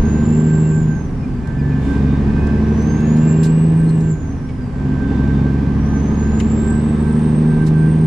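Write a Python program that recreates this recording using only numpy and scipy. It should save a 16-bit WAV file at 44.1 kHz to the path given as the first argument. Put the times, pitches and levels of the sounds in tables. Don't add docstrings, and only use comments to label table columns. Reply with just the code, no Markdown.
import sys
import numpy as np
from scipy import signal
from scipy.fft import rfft, irfft
from scipy.io import wavfile
from scipy.ndimage import uniform_filter1d

SR = 44100
rng = np.random.default_rng(int(sys.argv[2]) if len(sys.argv) > 2 else 0)


def digitize_waveform(pressure):
    field = np.atleast_2d(pressure).T
    bounded = np.clip(field, -1, 1)
    quanta = np.round(bounded * 32767).astype(np.int16)
    wavfile.write(sys.argv[1], SR, quanta)


N = 355446

# frequency in Hz, left-right correlation.
COHERENCE = [(60, 0.86), (250, 1), (500, 0.8), (1000, 0.41), (2100, 0.41), (4400, 0.47), (9000, .0)]
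# frequency in Hz, left minus right in dB.
BALANCE = [(60, -1.5), (180, 1.5), (320, -3.5), (560, -5), (970, -0.7), (2900, -1.3), (9000, 0.5)]
# frequency in Hz, phase of right over left in radians.
STANDING_PHASE = [(60, 0.22), (160, .08), (250, 0.13), (400, 0.31)]
# frequency in Hz, relative spectral density in dB.
ROAD_SPECTRUM = [(20, -15.5), (30, 3), (55, -2.5), (80, -3.5), (110, 1.5), (180, -7), (250, -5.5),
                 (310, -15), (600, -27.5), (800, -26.5), (2100, -38), (4000, -51.5), (7000, -54),
                 (9500, -80.5), (16000, -100)]
HISS_SPECTRUM = [(4000, -30), (6000, -2), (8000, 0), (10500, -3), (11200, -22), (16000, -40)]
DULL_SPECTRUM = [(700, -23), (1600, -0.5), (2800, 3.5), (4500, -11.5), (7000, -10), (10000, -35.5),
                 (16000, -43.5)]
BRIGHT_SPECTRUM = [(1500, -29), (4000, 3.5), (6000, -1), (8500, 0), (10500, -8), (12500, -13.5),
                   (16000, -36.5)]
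CLATTER_SPECTRUM = [(60, -7.5), (150, 2), (300, 4.5), (420, 0), (600, -9.5), (850, -7), (1100, -9),
                    (1400, -20), (1650, -15), (2800, -25), (3600, -29.5), (6000, -35.5), (8500, -42),
                    (11000, -79.5), (16000, -89.5)]
# centre in seconds, pitch in Hz, glide in Hz per second, peak in dB.
TRIM_SQUEAKS = [(1.245, 2420, -1500, -43), (1.45, 2420, 0, -48), (1.6, 2430, -1000, -42),
                (1.6, 4900, -7000, -51), (1.73, 2450, 0, -42), (2.905, 4700, 0, -50), (3.45, 4000, 0, -47),
                (3.895, 4200, 0, -45), (4.5, 2250, -2000, -44)]
# start in seconds, level in dB before the envelope,
# decay time in seconds, bright share from 0 to 1, left minus right in dB.
PUFFS_AND_TICKS = [(1.472, -44, .005, .9, 7), (1.78, -38.5, 0.2, 0.36, -1), (2.47, -40, 0.0062, 0.88, 5),
                   (2.822, -45, 0.0078, 1, -5), (3.005, -46, 0.0076, 0.98, -4),
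                   (3.168, -45, 0.012, 0.99, -1), (3.428, -31, 0.041, 0.67, 1), (3.893, -43, .012, .9, -2),
                   (4.006, -44, 0.009, .9, 4), (4.487, -45, 0.018, 0, 0), (6.4, -26, .012, 0.22, 3),
                   (7.248, -54, .015, 0.82, 0), (7.414, -54, .012, 0.76, 6), (7.663, -38, 0.027, 0.91, -1)]
# centre in seconds, level in dB, half-width in seconds.
PANEL_BURSTS = [(.1, -46, 0.075), (0.54, -41.5, 0.1), (0.749, -42.5, 0.062), (.95, -41.5, 0.049),
                (1.492, -48, 0.065), (1.956, -50, 0.2), (2.422, -40.5, .14), (2.9, -54.5, 0.16),
                (3.402, -51.5, .08), (3.8, -41.5, 0.042), (4.198, -49.5, .1), (5.195, -44, 0.31),
                (5.949, -52, 0.084), (6.7, -45, 0.086), (7.6, -47, 0.044), (7.777, -41.5, 0.065)]
# frequency in Hz, bandwidth in Hz, dB over load, left minus right in dB.
QUIET_PANELS = [(1739, 9, -17.5, -1), (2430, 20, -27, 0)]
# time in seconds, whistle pitch in Hz.
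TURBO_PITCH = [(0.0, 6350), (0.25, 7080), (0.4, 7260), (0.52, 7350), (0.66, 7370), (0.8, 7210), (1.0, 6410),
               (1.2, 5313), (1.4, 4590), (1.7, 4300), (2.0, 4400), (2.6, 5580), (3.3, 7290), (3.6, 7949),
               (3.8, 8120), (3.9, 8120), (4.0, 7882), (4.2, 6890), (4.4, 5834), (4.55, 5103), (4.72, 4603),
               (5.0, 4443), (5.4, 4876), (6.6, 7494), (6.9, 7944), (7.3, 8280), (7.7, 8520), (8.06, 8500)]
# pitch in Hz, level in dB spooling up, level in dB running down.
WHISTLE_LEVELS = [(4300, -75, -72), (4600, -72, -58), (5420, -69, -55.5), (5650, -57, -58),
                  (6130, -43, -52), (6450, -44.5, -49), (7110, -38.5, -48), (7370, -34.5, -40),
                  (7360, -37.5, -43.5), (7930, -40.5, -39), (8279, -43.5, -46), (8595, -49, -49)]
# pitch in Hz, level in dB.
BREATH_LEVELS = [(7200, -64), (9500, -65.5), (10700, -69), (11800, -80), (12500, -95)]
# multiple of the firing rate, relative level in dB, start and end in seconds.
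GEAR_MESHES = [(35, 0, 0, 1.0), (35, 2.5, 1.75, 4.15), (35, -7, 4.9, 8.2), (70, -13, 1.9, 3.5),
               (70, -13, 4.6, 6.6), (52.3, -1, 1.75, 2.25), (52, -3, 5.0, 5.55), (48.8, -4, 6.5, 7.7),
               (17.2, 6, 5.6, 7.4)]
# time in seconds, firing rate in Hz, load as a reference level in dB.
RATE_AND_LOAD = [(0.0, 73.9, -34.5), (0.4, 77.5, -36), (0.65, 78.06, -37.5), (0.9, 77.5, -41),
                 (1.1, 74.02, -43), (1.4, 65.3, -45.5), (1.5, 66.27, -40), (1.6, 69.82, -41.5),
                 (1.72, 71.0, -37), (1.85, 67.5, -38), (1.92, 69.3, -35), (2.2, 70.45, -35.5),
                 (2.8, 74.0, -34), (3.3, 78.37, -34.5), (3.65, 80.5, -37), (3.85, 80.9, -38.5),
                 (4.08, 78.87, -40), (4.2, 76.66, -46), (4.7, 66.63, -44.5), (4.9, 71.4, -37.5),
                 (5.05, 67.28, -38.5), (5.12, 68.64, -35), (5.7, 70.26, -36.5), (6.4, 73.4, -34.8),
                 (7.4, 77.18, -36), (8.06, 78.8, -37)]
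# times in seconds at which the foot lifts, throttle blips and clutch catches.
SHIFT_TIMES = [(1.003, 1.53, 1.8), (4.13, 4.78, 4.97)]
# centre in Hz, bandwidth in Hz, peak in dB over load.
CAB_MODES = [(107, 8.4, 1.5), (134, 20, -2.5), (161.4, 17, 8.5), (212.3, 12, 7), (238, 39, -1.5),
             (428, 38, -7), (480, 29, -13.5)]
# multiple of the firing rate, dB over load before the cab resonance.
UPPER_ORDERS = [(5, 6.8), (6, 2.4), (16 / 3, -2), (13 / 3, 0.82), (6.4, -8.5)]
MAIN_ORDERS = (1, 2, 3, 11 / 3, 4, 8 / 3)
# firing rate in Hz, then the level in dB of each main order.
PULLING_DB = [(67.6, -18.5, -26, -22.5, -23, -27, -41), (69.6, -19, -18.5, -19, -22, -27.5, -41),
              (71.52, -19, -23, -19.5, -26, -33, -41.5), (73.37, -19, -27, -17.5, -34.5, -31.5, -38),
              (75.2, -21, -20.5, -19.5, -40.5, -29, -28), (76.2, -23, -19, -16.5, -41.5, -31, -24.5),
              (77.5, -28.5, -13, -15.5, -42.5, -31, -24), (77.95, -26, -12, -19, -45, -27, -25.5),
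              (78.92, -25, -12, -18.5, -41, -29, -25), (80.4, -29, -11, -19.5, -28, -28, -34)]
LOAD_SLOPES = [.8, 0.33, 2.35, 0.51, 0.67, 1.3]
COASTING_DB = [-30.5, -31, -43, -29, -47, -41.5]
BLIPPING_DB = [-23.5, -18, -27.5, -22, -42, -35.5]
CATCHING_DB = [-20, -30, -27, -26, -20, -39]

ROAD_DB, HISS_DB, FULL_LOAD_DB = -23, -64.5, -35.4
CLATTER_DB, GEAR_DB, PANEL_DB = 9, -20.5, -13
TIME = np.arange(N) / SR


def undb(db):
    return 10 ** (np.asarray(db) / 20)


def per_sample(table):
    times, *columns = np.transpose(table)
    return [np.interp(TIME, times, column) for column in columns]


def per_bin(table):
    hz, value = np.transpose(table)
    return np.interp(np.log(np.fft.rfftfreq(N, 1 / SR) + 1), np.log(hz), value)


def waver(rate_hz):
    hold = int(SR / rate_hz)
    steps = np.repeat(rng.standard_normal(N // hold + 1), hold)
    smooth = uniform_filter1d(uniform_filter1d(steps, hold), hold)[:N]
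    return smooth / smooth.std()


def band_envelope(width_hz):
    noise = rng.standard_normal(N) + 1j * rng.standard_normal(N)
    noise = signal.sosfilt(signal.butter(2, width_hz / 2, fs=SR, output="sos"), noise)
    return noise / np.sqrt(np.mean(abs(noise) ** 2))


def phasor(hz):
    return np.exp(2j * np.pi * np.cumsum(hz) / SR)


def breathy_band(hz, width_hz):
    return (phasor(hz) * np.array([band_envelope(width_hz) for _ in "LR"])).real


def cab_noise(spectrum, gate=1.):
    mid, side = rfft(gate * rng.standard_normal((2, N)))
    coherence, lean_db = per_bin(COHERENCE), per_bin(BALANCE) / 2
    mid, side = mid * np.sqrt(1 + coherence), side * np.sqrt(1 - coherence)
    channels = np.array([(mid + side) * undb(lean_db), (mid - side) * undb(-lean_db)])
    noise = irfft(channels * undb(per_bin(spectrum)), N)
    return noise / noise.std()


def resonance(hz, centre_hz, width_hz, peak_db):
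    return undb(2 * peak_db) / (1 + (2 * (hz - centre_hz) / width_hz) ** 2)


def standing_phase(hz):
    return np.array([[0], [1]]) * np.interp(hz, *np.transpose(STANDING_PHASE))


def road():
    rumble = cab_noise(ROAD_SPECTRUM) * undb(ROAD_DB + 1.2 * waver(5))
    hiss = cab_noise(HISS_SPECTRUM) * undb(HISS_DB + .87 * waver(4))
    return rumble + hiss


def trim_squeaks(half_width_s=.016):
    out = 0
    for centre, hz, glide, db in TRIM_SQUEAKS:
        t = TIME - centre
        envelope = undb(db) * np.exp(-(t / half_width_s) ** 2)
        out = out + envelope * np.sin(2 * np.pi * (hz + glide * t / 2) * t)
    return out


def puffs_and_ticks():
    dull, bright = cab_noise(DULL_SPECTRUM), cab_noise(BRIGHT_SPECTRUM)
    out = 0
    for start, db, decay_s, share, pan_db in PUFFS_AND_TICKS:
        rise_s = max(.0005, .02 * (decay_s / .1) ** 2)
        age = np.clip(TIME - start, 0, None)
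        envelope = (1 - np.exp(-age / rise_s)) * np.exp(-(age / decay_s) ** 2)
        gain = undb([[db + pan_db / 2], [db - pan_db / 2]])
        out = out + envelope * gain * (share * bright + (1 - share) * dull)
    return out


def panel_mode(hz, width_hz, pan_db):
    swing = band_envelope(width_hz)
    swing /= abs(swing) ** .5
    tone = (swing * np.exp(2j * np.pi * hz * TIME)).real
    return tone / tone.std() * undb([[pan_db / 2], [-pan_db / 2]])


def panels(load):
    bursts = sum(undb(db) * np.exp(-((TIME - centre) / span) ** 2) for centre, db, span in PANEL_BURSTS)
    level = (bursts + load * undb(PANEL_DB)) * undb(2.4 * waver(28))
    out = level * panel_mode(hz=1561, width_hz=10, pan_db=-13)
    for hz, width_hz, db, pan_db in QUIET_PANELS:
        out = out + load * undb(db + 6 * waver(3.509)) * panel_mode(hz, width_hz, pan_db)
    return out


def turbo_whistle(hz):
    blade_tone = phasor(hz * (1 + .003 * waver(25)))
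    fall_hz_per_s = -uniform_filter1d(np.gradient(hz), 4000) * SR
    coast = np.clip(fall_hz_per_s / 4500, 0, 1)
    pitch, up_db, down_db = np.transpose(WHISTLE_LEVELS)
    down = np.sqrt(coast)
    db = (1 - down) * np.interp(hz, pitch, up_db) + down * np.interp(hz, pitch, down_db)
    firmness = .78 * (1 - .9 * coast)
    right_phase = np.array([[0], [1]]) * (2.16 + 1.5 * waver(6))
    steady = firmness * np.exp(1j * right_phase)
    flutter = np.sqrt(1 - firmness ** 2) * np.array([band_envelope(width_hz=140) for _ in "LR"])
    flicker_db = 2 * (1 + .76 * coast) * waver(22)
    whistle = undb(db + flicker_db) * (blade_tone * (steady + flutter)).real
    surge = coast ** 2 * undb(db - 7) * breathy_band(.93 * hz, width_hz=800)
    return whistle + surge


def turbo_breath(whistle_hz, ratio=1.66):
    hz = ratio * whistle_hz
    return undb(np.interp(hz, *np.transpose(BREATH_LEVELS))) * breathy_band(hz, width_hz=550)


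def gear_whine(phase, load):
    out = 0
    for order, db, start, end in GEAR_MESHES:
        gate = np.clip(np.minimum(TIME - start, end - TIME) / .1, 0, 1)
        level = load * undb(GEAR_DB + db + 3.5 * waver(16)) * gate
        out = out + level * np.sin(order * phase + np.array([[0], [1.2]]))
    return np.sqrt(2) * out


def combustion_clatter(phase, load, decay_periods=.5, depth=.44):
    knock = np.exp(-(phase / (2 * np.pi) % 1) / decay_periods)
    return cab_noise(CLATTER_SPECTRUM, gate=1 + depth * knock) * load * undb(CLATTER_DB)


def order_levels(hz, load_db, catch_s=.14, fade_s=.08):
    rates, *levels = np.transpose(PULLING_DB)
    full_load = np.array([np.interp(hz, rates, level) for level in levels])
    db = pulling = full_load + np.outer(LOAD_SLOPES, np.minimum(load_db - FULL_LOAD_DB, 0))
    for lift, blip, catch in SHIFT_TIMES:
        stages = (lift, COASTING_DB), (blip, BLIPPING_DB), (catch, CATCHING_DB), (catch + catch_s, pulling)
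        for start, stage_db in stages:
            fade = np.clip((TIME - start) / fade_s, 0, 1)
            db = db + fade * (np.reshape(stage_db, (len(db), -1)) - db)
    return db


def engine_boom(hz, phase, load_db):
    load, out = undb(load_db), 0
    for order, db in zip(MAIN_ORDERS, order_levels(hz, load_db)):
        tone = np.sin(order * phase + order + standing_phase(order * hz))
        out = out + undb(db + .7 * waver(11)) * tone
    for order, db in UPPER_ORDERS:
        boom = np.sqrt(.025 + resonance(order * hz, centre_hz=394, width_hz=19.4, peak_db=0))
        out = out + load * boom * undb(db + 2.5 * waver(4)) * np.sin(order * phase)
    for order in [sixth / 6 for sixth in range(3, 40) if sixth % 6]:
        power = sum(resonance(order * hz[::64], *mode) for mode in CAB_MODES)
        gain = np.repeat(np.sqrt(power), 64)[:N] * undb(1.8 * waver(2.5))
        offset = 2 * np.pi * rng.random() + standing_phase(order * hz[0])
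        out = out + load * gain * np.sin(order * phase + offset)
    return np.sqrt(2) * out * undb([[-.3], [.3]])


def scene():
    firing_hz, load_db = per_sample(RATE_AND_LOAD)
    turbo_hz, = per_sample(TURBO_PITCH)
    phase = 2 * np.pi * np.cumsum(firing_hz * (1 + .001 * waver(14))) / SR
    load = undb(load_db)
    clatter = combustion_clatter(phase, load)
    background = road()
    engine = engine_boom(firing_hz, phase, load_db) + clatter + gear_whine(phase, load) + panels(load)
    turbos = turbo_whistle(turbo_hz) + turbo_breath(turbo_hz)
    return background + puffs_and_ticks() + trim_squeaks() + turbos + engine


def record(dry, low_hz=22, top_hz=14600, drive=.9):
    lead = 4096
    padded = np.pad(dry, ((0, 0), (lead, 0)), mode="reflect", reflect_type="odd")
    bass_cut = signal.sosfilt(signal.butter(2, low_hz, "high", fs=SR, output="sos"), padded)
    rounded = np.tanh(drive * bass_cut) / drive
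    return signal.sosfilt(signal.ellip(8, .2, 70, top_hz, fs=SR, output="sos"), rounded)[:, lead:]


dry = scene()
out = record(dry)
digitize_waveform(out)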